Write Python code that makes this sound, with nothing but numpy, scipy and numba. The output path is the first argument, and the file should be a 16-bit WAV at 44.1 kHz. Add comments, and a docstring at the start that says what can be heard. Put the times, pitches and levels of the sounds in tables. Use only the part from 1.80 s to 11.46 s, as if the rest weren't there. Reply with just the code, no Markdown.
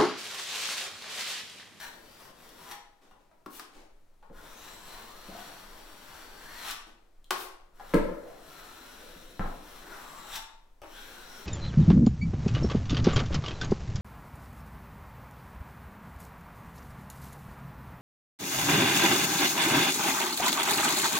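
"""In a bare room, a flexible steel spatula makes three quick dabs on a plasterboard joint and springs free
with a hissing flick. Clothes rustle, the blade taps the board, then is wiped and knocked on a steel trowel.
A long gritty stroke ends in another flick, and the blade meets the trowel again. During the second long
stroke the worker gets up from the floor with two heavy steps and sliding shoes. A third flick and one last
stroke follow. The scraping is grit slipping under the edge: it hisses, rings the blade and drums the board."""
import sys
import numpy as np
from scipy import signal
from scipy.fft import rfft, irfft, next_fast_len
from scipy.io import wavfile
from scipy.ndimage import map_coordinates
from numba import njit

SR = 44100
rng = np.random.default_rng(int(sys.argv[2]) if len(sys.argv) > 2 else 0)


def persist_wave(psi):
    """Save psi, clipped to +-1, as 16-bit WAV."""
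    counts = np.round(np.clip(psi, -1, 1) * 32767).astype(np.int16)
    wavfile.write(sys.argv[1], SR, np.atleast_2d(counts).T)


N = 426006
TIME = np.arange(N) / SR


def amp(db):
    """Turn decibels (dB) into a number to multiply by."""
    return 10 ** (np.asarray(db) / 20)


def unit(x):
    """Scale a sound to an average (rms) level of 1."""
    return x / np.sqrt(np.mean(x ** 2) + 1e-20)


def unit_hit(x):
    """Give a hit the energy of 20 ms of sound at level 1."""
    return x * np.sqrt(SR / 50 / (np.sum(x ** 2) + 1e-20))


def at_pitch(points, hz):
    """Read between (Hz, value) points on a musical (log) scale."""
    pitches, values = np.transpose(points)
    return np.interp(np.log(hz + 1), np.log(pitches + 1), values)


def curves(rows):
    """Join timed rows with straight lines: one curve for each column after the time."""
    times, *columns = np.transpose(rows)
    return [np.interp(TIME, times, column) for column in columns]


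def wobble(rate):
    """A smooth curve through `rate` random values a second."""
    return map_coordinates(rng.standard_normal(int(N * rate / SR) + 4), [TIME * rate])


def add(track, start_s, x):
    """Mix x into the track from start_s on."""
    start = max(0, round(start_s * SR))
    part = x[..., :N - start]
    track[..., start:start + part.shape[-1]] += part


def colour(x, tone):
    """Filter a sound to a tone, given as (Hz, dB) points."""
    n = x.shape[-1]
    size = 2 * next_fast_len(n // 2 + 4096)
    gain = amp(at_pitch(tone, np.fft.rfftfreq(size, 1 / SR)))
    cepstrum = irfft(np.log(gain))
    cepstrum[1:size // 2] *= 2  # folded forward so nothing sounds before its cause
    cepstrum[size // 2 + 1:] = 0
    return irfft(rfft(x, size) * np.exp(rfft(cepstrum)), size)[..., :n]


@njit
def resonate(x, hz, width_hz):
    """Make a sound ring at a pitch that can move."""
    y = np.zeros(len(x))
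    r = np.exp(-np.pi * width_hz / SR)
    for i in range(2, len(x)):
        y[i] = x[i] - x[i - 2] + 2 * r * np.cos(2 * np.pi * hz[i] / SR) * y[i - 1] - r * r * y[i - 2]
    return y


def grit(n, rate, spread_db):
    """Tiny slips of random size, about `rate` of them a second."""
    slips = (rng.random(n) < rate / SR) * rng.standard_normal(n)
    sizes = amp(spread_db * np.minimum(rng.standard_normal(n), 2))
    return unit(slips * sizes)


def contact(tone, t60):
    """A chattering touch: a noise burst whose fade time, t60, is the seconds it takes to drop 60 dB."""
    t = np.arange(SR // 2) / SR
    return unit_hit(colour(rng.standard_normal(len(t)) * amp(-60 * t / t60), tone))


def click(tone):
    """One clean, hard touch."""
    return unit_hit(colour(signal.unit_impulse(SR // 2), tone))


def ring(notes):
    """A struck object's fading notes, alternating in sign and a little different in strength each time."""
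    t = np.arange(SR // 2) / SR
    out = np.zeros(len(t))
    for k, (hz, db, t60) in enumerate(notes):
        fade = amp(db + rng.standard_normal() - 60 * t / t60)
        out += (-1) ** k * fade * np.sin(2 * np.pi * hz * t)
    return unit_hit(out)


# How long the room echoes. Each row: pitch in Hz, fade time in seconds.
ECHO_FADE = [(60, 0.2), (200, 0.52), (500, 0.84), (1200, 0.6), (4000, 0.51), (9000, 0.39), (15000, 0.22)]
# How alike the left and right echoes are. Each row: pitch in Hz, likeness from 0 to 1.
ECHO_LIKENESS = [(100, 0.78), (250, 0.94), (500, 0.058), (1000, 0.53), (2000, 0)]

def room(x, echo_db, left_lead_ms=0):
    """The direct sound plus a fresh stereo echo from the bare walls, at the same overall power."""
    hz, t, (shared, apart) = signal.stft(rng.standard_normal((2, SR * 3 // 5)), SR, nperseg=256)
    angle = np.arccos(np.clip(at_pitch(ECHO_LIKENESS, hz), -1, 1))[:, None] / 2
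    middle, side = np.cos(angle) * shared, np.sin(angle) * apart
    fade = amp(-60 * t / at_pitch(ECHO_FADE, hz)[:, None])
    tail = signal.istft(np.array([middle + side, middle - side]) * fade, SR, nperseg=256)[1]
    tail = np.pad(tail, ((0, 0), (SR // 300, 0)))  # the echo comes about 3 ms late
    response = amp(echo_db) * tail / np.linalg.norm(tail[0])
    lead = round(left_lead_ms * SR / 1000)
    response[0, max(0, -lead)] = response[1, max(0, lead)] = 1  # the nearer side hears it first
    return signal.fftconvolve(x[None], response, axes=1) / np.hypot(1, amp(echo_db))


def moving_in_room(x, echo_db):
    """A travelling sound keeps meeting new echoes."""
    out, size = np.zeros((2, N)), SR // 14
    for start in range(0, N, size):
        add(out, start / SR, room(x[start:start + size], echo_db, left_lead_ms=-0.025))
    return out


def rubs(rows, tone, lateness):
    """Short swelling rubs made of fine slips; more lateness moves the peak toward the end."""
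    out = np.zeros((2, N))
    for start, length, db in rows:
        swell = np.sin(np.pi * np.linspace(0, 1, int(length * SR)) ** lateness) ** 2
        slips = unit(colour(grit(SR // 2, rate=4000, spread_db=4), tone))
        add(out, start, room(amp(db) * swell * slips[:len(swell)], echo_db=4.5))
    return out


# The tone of the room's air. Each row: pitch in Hz, relative level in dB.
AIR_TONE = [(30, -27), (60, -6.5), (150, -12), (300, -11.5), (1000, -16.5), (2500, -25.5), (7000, -30.5),
            (15500, -37)]

def air_and_floor():
    """Quiet air, and a deep tremble of the floor that grows once the worker starts shifting his weight."""
    tremble_tone = [(4, -7.5), (14, -8), (22, -3), (35, -25.5), (70, -33), (300, -92)]
    tremble = unit(colour(rng.standard_normal(N), tremble_tone))
    tremble_db = np.interp(TIME, [1.9, 2.01], [-63.5, -55])  # from still to restless
    air = unit(colour(rng.standard_normal((2, N)) + rng.standard_normal(N), AIR_TONE))
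    return amp(tremble_db) * tremble + amp(-70.5) * air


# The dabs and strokes. Each row: touch time, lift time and time taken to bite, all in seconds.
STROKES = [(-.02, 0.092, .005), (0.103, 0.508, .03), (0.526, 0.922, .037), (2.513, 4.915, 0.076),
           (5.916, 8.579, 0.11), (9.013, 9.704, 0.21)]

def edge_grip():
    """Each stroke bites, holds and lifts: 0 is off the wall, 1 is full contact."""
    release_s = 0.009
    return sum(np.clip(np.minimum((TIME - touch) / bite, 1 + (lift - TIME) / release_s), 0, 1)
               for touch, lift, bite in STROKES)


def blade_note(hz, width_hz):
    """Fine, even grit keeps one of the blade's notes ringing."""
    return unit(resonate(grit(N, rate=8000, spread_db=0.5), hz, width_hz))


# How hard the hand presses. Each row: time in seconds, pressure as a relative level in dB, rasp boost in dB.
HAND_PRESSURE = np.concatenate([[(0.0, -44.5, -6), (0.046, -48.5, 0.5), (0.172, -65, 4), (0.384, -60, 1),
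                 (0.404, -56.5, 8.5), (0.488, -63, 5), (0.542, -65, -2), (0.63, -58.5, 4),
                 (0.716, -62.5, 1.5), (0.86, -53, 1.5)], [(2.6, -60.5, 7.5), (2.86, -53, -2.5),
                 (3.01, -58.5, 7.5), (3.05, -54, -1), (3.15, -53, 5), (3.33, -58.5, 4), (3.63, -52, 2),
                 (3.87, -58.5, 5), (4.19, -58, 1), (4.32, -55, 3.5), (4.52, -59, 3), (4.78, -50.5, 2.5)],
                 [(6.02, -66, 7), (6.09, -57, 3.5)], [(6.33, -73.5, 17), (6.598, -63.5, 5),
                 (6.768, -54.5, -0.5), (6.9, -56, 1), (7.366, -57.5, -1.5), (7.55, -62, -3)],
                 [(7.85, -59.5, 3), (7.942, -56, 4), (8.044, -58.5, 5), (8.13, -55.5, 5.5), (8.48, -55, 4)],
                 [(9.06, -54, 18), (9.098, -49, -15), (9.16, -52, -4), (9.36, -55.5, -1), (9.62, -56, 0)]])
# The wrist bends the blade and so tunes it. Each row: time in seconds, low note in Hz,
# its level in dB against the rasp, high note in Hz, its level in dB against the hiss.
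BLADE_NOTES = [(.06, 1760, 4, 4020, -8), (.14, 1700, -10, 4500, -7), (.45, 1020, -11, 4840, -9),
               (.76, 1000, -2, 4600, -12), (.88, 940, 4.5, 3800, -16), (2.58, 1450, 1, 3500, -18),
               (2.77, 1150, -8, 3850, -16), (2.89, 1020, -8, 4000, -7), (3.25, 1040, -5, 4130, -8),
               (3.5, 1450, -3, 4280, -8), (3.95, 1550, -6, 4580, -11), (4.58, 1516, 4, 4480, -7.5),
               (4.76, 1900, -2, 4220, -7.5), (4.83, 1950, -4, 4150, -4), (4.87, 1330, 0.5, 3500, -9),
               (4.92, 1240, 2.5, 3400, -17), (6.5, 1330, -2, 4150, -10), (6.88, 1310, 3.5, 4000, -9),
               (7.25, 1540, 1.5, 3950, -11), (7.5, 1360, -6, 3900, -5), (7.9, 1310, -8, 4050, -13),
               (8.12, 1500, 9.5, 3960, -12), (8.3, 1130, 0.5, 3930, -11), (8.4, 1100, 4.5, 3930, -12),
               (8.45, 1260, 6.5, 3850, -16), (8.55, 1270, -0.5, 3700, -11), (9.07, 1460, -10, 2500, -20),
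               (9.16, 1540, 15, 3320, 3), (9.27, 1520, 0, 4160, -13), (9.43, 1437, 5.5, 3850, -2),
               (9.63, 1490, 0, 4100, -9.5)]
# The tones of the edge's hiss, blade's rasp and board's drone. Each row: pitch in Hz, relative level in dB.
HISS_TONE = [(150, -16), (500, -14), (1300, 3), (1900, -0.5), (2400, 0.5), (3500, 0.5), (4200, -1.5),
             (4900, -9.5), (5700, 0.5), (6500, -11), (7600, -4.5), (8500, -13), (9600, -5.5), (10700, -14),
             (11700, -9), (15500, -11.5)]
RASP_TONE = [(350, -32.5), (650, 5), (1000, 7), (1600, -2.5), (2100, -1.5), (3500, -23.5)]
DRONE_TONE = [(30, 0), (70, 5), (110, -2.5), (190, 3.5), (260, 4.5), (350, 4.5), (520, 4.5), (720, 1),
              (1000, -18.5), (1800, -22)]

def scrape():
    """Grit slipping under the edge hisses, rings the bending blade and drums the board."""
    pressure_db, boost_db = curves(HAND_PRESSURE)
    surge_db = flick_surge()
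    even_pull_db = -54  # the pressure of an ordinary stroke
    hiss_db = pressure_db + surge_db + 1.93
    rasp_db = pressure_db + boost_db + 0.15 * surge_db - 1.3
    drone_db = -57.5 + 0.2 * (pressure_db - even_pull_db) - 0.14 * surge_db  # dips as the blade unloads

    low_hz, low_db, high_hz, high_db = curves(BLADE_NOTES)
    wrist_rate, wander_octaves, waver_db = 9, 0.028, 2.2  # the notes wander and waver with the wrist
    low_hz = low_hz * 2 ** (wander_octaves * wobble(wrist_rate))
    slips = grit(N, rate=12000, spread_db=2) * amp(0.89 * wobble(70))  # the edge catches unevenly
    high_note = amp(high_db + waver_db * wobble(wrist_rate)) * blade_note(high_hz, width_hz=155)
    low_gain = amp(low_db + waver_db * wobble(wrist_rate))
    low_note = blade_note(low_hz, width_hz=115)
    octave_below = amp(-11.5) * blade_note(low_hz / 2, width_hz=130)

    hiss = unit(unit(colour(slips, HISS_TONE)) + high_note + hiss_sheen())
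    rasp = unit(unit(colour(slips, RASP_TONE)) + low_gain * (low_note + octave_below))
    drone = unit(colour(slips, DRONE_TONE))
    scraping = amp(hiss_db) * hiss + amp(rasp_db) * rasp + amp(drone_db) * drone
    return moving_in_room(edge_grip() * scraping, echo_db=0.5)


# Snapping crumbs. Each row: start in seconds, relative level in dB.
CRUMBS = [(0.691, -51), (5.071, -60), (5.443, -55.5), (6.095, -55), (6.142, -35.5), (6.245, -54)]

def crumbs():
    """Crumbs of dry compound snap under the blade or a shoe with tiny bright ticks."""
    out = np.zeros((2, N))
    tick_tone = [(2000, -26), (3200, 12), (5000, -2.5), (9000, -1.5), (15000, -7)]
    for start, db in CRUMBS:
        add(out, start, amp(db - 6.5) * room(contact(tick_tone, t60=0.018), echo_db=1))
    return out


# The blade springs free. Each row: time in seconds, run-up in seconds, surge in dB, twang pitch in Hz,
# its fade time in seconds, its level in dB, then relative levels in dB of its upper note and the snap.
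FLICKS = [(.918, 0.011, 13.5, 823, 0.21, -45.5, -30, -18), (4.908, 0.081, 13.5, 826, 0.23, -51.5, -4.5, 7),
          (8.556, 0.068, 14, 893, 0.4, -44, 1, 0)]

def flick_surge():
    """The extra hiss, in dB, as the blade speeds into each flick."""
    return sum(db * np.exp(-((TIME - peak) / run_up) ** 2) for peak, run_up, db, *_ in FLICKS)


def flicks():
    """The edge leaves the wall with a bright snap and the freed blade twangs on two close notes."""
    out, t = np.zeros((2, N)), np.arange(SR // 2) / SR
    snap_tone = [(200, -32), (1000, -8), (2800, 7), (4700, 5), (5700, 9), (7000, 1), (15000, -3)]
    rise = 1 - np.exp(-t / 0.008)
    for start, _, _, hz, t60, db, upper_db, snap_db in FLICKS:
        snap = contact(snap_tone, t60=0.09)
        twang = unit_hit(rise * ring([(hz, 0, t60), (hz * 1.07, upper_db, t60)]))
        add(out, start, room(amp(db + snap_db + 4) * snap, echo_db=-4))
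        add(out, start, room(amp(db) * twang, echo_db=-7))
    return out


# The worker shifts. Each row: start in seconds, length in seconds, level in dB.
RUSTLES = [(1.205, 0.13, -61), (1.39, 0.063, -66), (1.91, 0.2, -55), (5.06, 0.066, -56.5)]
# The tone of cloth. Each row: pitch in Hz, relative level in dB.
CLOTH_TONE = [(80, -12), (300, 7.5), (1200, -3.5), (2500, -7), (7000, -14), (15000, -25)]

def rustles():
    """Shifting clothes and shoes rub, swelling quickly and trailing off."""
    return rubs(RUSTLES, CLOTH_TONE, lateness=0.49)


# The blade lands on the board. Each row: start in seconds, relative level in dB,
# thump in dB against the touch, thump pitch in Hz, tick in dB against the touch.
TAPS = [(1.311, -53, -7, 187, -11), (1.513, -57.5, -11, 185, -20), (2.427, -51.5, -16, 185, -19),
        (5.997, -42, -8.5, 185, -22), (9.017, -45, -2.5, 330, -8.5), (9.036, -47.5, -4.5, 326, -19)]
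# The tones of the blade's touch and its edge's sharp crack. Each row: pitch in Hz, relative level in dB.
TOUCH_TONE = [(80, -32), (300, -18), (550, 1.5), (1050, 0), (1550, -8.5), (2200, -17), (6000, -29.5),
              (15000, -44)]
CRACK_TONE = [(120, -28), (400, -15), (750, 0), (1080, -5.5), (1450, 4.5), (2100, -1.5), (3300, -2),
              (5800, -4), (6700, -13), (7600, -8.5), (15500, -15)]
# The tone of the board's thump. Each row: multiple of the thump pitch, relative level in dB.
THUMP_SHAPE = [(.2, -2), (.6, -14), (1, 1.5), (1.6, -14.5), (2.3, -12), (4, -27), (8, -11), (27, -71)]

def board_taps():
    """The blade touches down with a small tick and the hollow board answers with a thump."""
    out = np.zeros((2, N))
    for start, db, thump_db, thump_hz, tick_db in TAPS:
        touch = contact(TOUCH_TONE, t60=0.05)
        tick = amp(tick_db) * contact(CRACK_TONE, t60=0.03)
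        thump_tone = [(thump_hz * multiple, level) for multiple, level in THUMP_SHAPE]
        thump = amp(thump_db) * contact(thump_tone, t60=0.075)
        add(out, start, room(amp(db - 3) * (touch + tick + thump), echo_db=4))
    return out


# Wipes on the trowel. Each row: start in seconds, length in seconds, level in dB.
WIPES = [(1.66, 0.15, -46), (5.51, 0.16, -43)]
# The tone of steel rubbing steel. Each row: pitch in Hz, relative level in dB.
WIPE_TONE = [(200, -11), (800, -1.5), (1500, -4.5), (4000, -4), (7000, -6), (15000, -4)]

def trowel_wipes():
    """The blade slides across the trowel, faster toward its edge, so the rub peaks late."""
    return rubs(WIPES, WIPE_TONE, lateness=1.46)


# The blade strikes the trowel or slips off its edge. Each row: start in seconds,
# then relative levels in dB of the ring, the crack, the dull clack and the hollow knock.
CLINKS = [(1.661, -44.5, -52.5, -47.5, -45.5), (1.796, -57, -41.5, -47, -55),
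          (5.507, -36.5, -25.5, -31.5, -39)]
# The trowel's ringing notes. Each row: pitch in Hz, relative level in dB, fade time in seconds.
TROWEL_NOTES = [(310, -6, 0.15), (372, -5, .13), (780, -5, .06), (965, -7, 0.04), (1085, -1, 0.12),
                (1350, -5, .06), (1470, -7, 0.05), (1680, -7, .04), (2760, -16, .03)]
# The tones of the dull clack and the hollow knock. Each row: pitch in Hz, relative level in dB.
CLACK_TONE = [(80, -28), (200, -21), (330, -2.5), (550, -8.5), (800, 2), (1300, 2), (1800, -9.5),
              (2400, -19), (6000, -33), (15000, -28)]
HOLLOW_TONE = [(70, -18), (180, -2), (300, 7), (420, 2.5), (900, -22), (3000, -63.5)]

def trowel_clinks():
    """Steel hits steel: a crack, gritty chatter, a clack, a knock and a ring damped by wet compound."""
    out, t = np.zeros((2, N)), np.arange(SR // 2) / SR
    for start, ring_db, crack_db, clack_db, knock_db in CLINKS:
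        ringing = amp(ring_db) * ring(TROWEL_NOTES)
        clack = amp(clack_db) * contact(CLACK_TONE, t60=0.099)
        knock = amp(knock_db) * contact(HOLLOW_TONE, t60=0.071)
        fading_grit = grit(len(t), rate=9000, spread_db=1) * amp(-60 * t / 0.03)
        chatter = unit_hit(colour(fading_grit, CRACK_TONE))
        add(out, start, room(ringing + clack + knock, echo_db=-2))
        add(out, start, amp(crack_db - 6.5) * room(click(CRACK_TONE), echo_db=9))
        add(out, start, amp(crack_db - 6) * room(chatter, echo_db=-7))
    return out


# A heel, toe or shifted weight lands. Each row: start in seconds, relative level in dB, boosts in dB
# for the floor's ring, the low thud and the sole's knock, knock pitch in Hz, boost in dB for the boom.
STEPS = [(2.499, -48, -1, -6, -15, 1040, 1), (3.485, -46, -5, 0, -10, 1030, -12),
         (6.138, -16.5, 0, -17.5, -12.5, 1330, -11.5), (7.36, -59.5, -1, 7, -13, 1200, 9),
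         (7.595, -33, -12, 2.5, -1, 1038, 3.5), (7.656, -44, -14, 3, 0.5, 900, -15)]
# The sole's knock. Each row: multiple of the knock pitch, relative level in dB, fade time in seconds.
KNOCK_NOTES = [(.52, -8, .025), (.65, -2, .035), (.79, -3, .045), (.92, -6, .03), (1, -3, .04),
               (1.14, -7, .025), (1.26, -3, .025), (1.37, -5, .025), (1.57, -7, .02)]
# The sole's flat slap. Each row: multiple of the knock pitch, relative level in dB.
SLAP_SHAPE = [(.1, -3), (.5, 0), (1.3, 1), (1.7, -2), (2.1, -11), (3.2, -19), (5, -28), (12, -38)]
# The floor's ringing notes. Each row: pitch in Hz, relative level in dB, fade time in seconds.
FLOOR_NOTES = [(156, -7, .15), (184, 2, .25), (207, -2, .24), (229, -6, .2), (286, -5, .22), (326, 2, .24),
               (441, 0, .24), (484, -3, .26), (535, -5, .2), (580, -8, .16), (678, -14, .2)]
# The tones of the floor's body and its low thud. 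Each row: pitch in Hz, relative level in dB.
FLOOR_TONE = [(90, -26), (160, -2), (320, 2.5), (390, -5), (570, 4.5), (720, -16.5), (900, -32),
              (3000, -59)]
THUD_TONE = [(30, -2), (55, -2), (80, 5), (108, -9), (140, -2), (190, 4), (250, 0), (290, -4), (400, -22),
             (850, -30), (3000, -70)]

def steps():
    """A hard sole knocks down, the floor thuds and rings, and its whole span booms."""
    out, t = np.zeros((2, N)), np.arange(SR) / SR
    boom_hz, boom_t60, boom_rise_s = 22, 0.4, 0.046
    boom_swell = (1 - np.exp(-t / boom_rise_s)) * amp(-60 * t / boom_t60)
    boom = -boom_swell * np.sin(2 * np.pi * boom_hz * t + np.pi / 4)
    for start, db, ring_db, thud_db, knock_db, knock_hz, boom_db in STEPS:
        knock = ring([(knock_hz * multiple, level, t60) for multiple, level, t60 in KNOCK_NOTES])
        slap = amp(-2) * click([(knock_hz * multiple, level) for multiple, level in SLAP_SHAPE])
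        floor_ring = amp(db + ring_db - 1.5) * ring(FLOOR_NOTES)
        add(out, start, room(floor_ring, echo_db=-6.5, left_lead_ms=0.096))
        floor_body = amp(db + ring_db - 4) * contact(FLOOR_TONE, t60=0.04)
        add(out, start, room(floor_body, echo_db=1, left_lead_ms=0.12))
        add(out, start, room(amp(db + thud_db) * contact(THUD_TONE, t60=0.06), echo_db=-3.5))
        add(out, start, room(amp(db + knock_db - 1.5) * (knock + slap), echo_db=4))
        add(out, start, amp(db + boom_db + 13) * boom)
    return out


# Bright bands in the hiss. Each row: start in seconds, length in seconds,
# level in dB against the hiss, first pitch in Hz, last pitch in Hz.
HISS_SHEENS = [(2.62, 0.28, -6.5, 5070, 7360), (2.783, 0.36, -6, 7460, 7900), (8.153, 0.46, -7, 7600, 7600),
               (9.419, 0.25, -3, 5550, 5660)]

def hiss_sheen():
    """A narrow, bright band swells and fades in the hiss."""
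    out = np.zeros(N)
    for start, length, db, from_hz, to_hz in HISS_SHEENS:
        progress = np.linspace(0, 1, int(length * SR))
        noise = grit(SR, rate=11000, spread_db=-1)[:len(progress)]
        band = unit(resonate(noise, from_hz + (to_hz - from_hz) * progress, width_hz=310))
        add(out, start, amp(db) * np.sin(np.pi * progress) * band)
    return out


# Sliding shoes. Each row: start in seconds, length in seconds, level in dB, first and last pitch in Hz.
SCUFFS = [(3.479, 0.17, -46, 664, 720), (6.419, 0.16, -51, 560, 710), (7.173, 0.18, -58, 467, 480),
          (7.969, 0.23, -57, 287, 340)]
# The tone of the broad, dusty rub. Each row: pitch in Hz, relative level in dB.
DUST_TONE = [(80, -6), (250, 2), (650, 4), (1000, -17), (3000, -36)]

def shoe_scuffs():
    """A sole sliding on the dusty floor rubs up one hollow, rising note."""
    out = np.zeros((2, N))
    for start, length, db, from_hz, to_hz in SCUFFS:
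        slips = grit(SR // 2, rate=2700, spread_db=7)
        progress = np.minimum(TIME[:SR // 2] / length, 1)
        note = unit(resonate(slips, from_hz + (to_hz - from_hz) * progress, width_hz=87))
        dust = amp(-5.5) * unit(colour(slips, DUST_TONE))
        add(out, start, room(amp(db) * np.sin(np.pi * progress) * (note + dust), echo_db=-0.5))
    return out


def scene():
    """Add up the wall work, the tools, the worker's movements and the room."""
    return (trowel_wipes() + rustles() + scrape() + flicks() + shoe_scuffs() + board_taps()
            + trowel_clinks() + crumbs() + steps() + air_and_floor())


# The left-right balance. Each row: pitch in Hz, how many dB louder the left is than the right.
LEFT_LEAN = [(100, 0.5), (280, 1), (1000, 4), (2500, 2.5), (5000, 2), (8000, 3.5), (13000, 11.5)]

def record(dry):
    """Give the left side more treble than the right, and cut off the very highest pitches."""
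    size, top_hz = next_fast_len(N + SR // 2), 15950
    hz = np.fft.rfftfreq(size, 1 / SR)
    lean_db = at_pitch(LEFT_LEAN, hz) / 2
    treble_cut = 1 / (1 + (hz / top_hz) ** 200)
    return irfft(rfft(dry, size) * amp([lean_db, -lean_db]) * treble_cut, size)[:, :N]


dry = scene()
out = record(dry)
persist_wave(out)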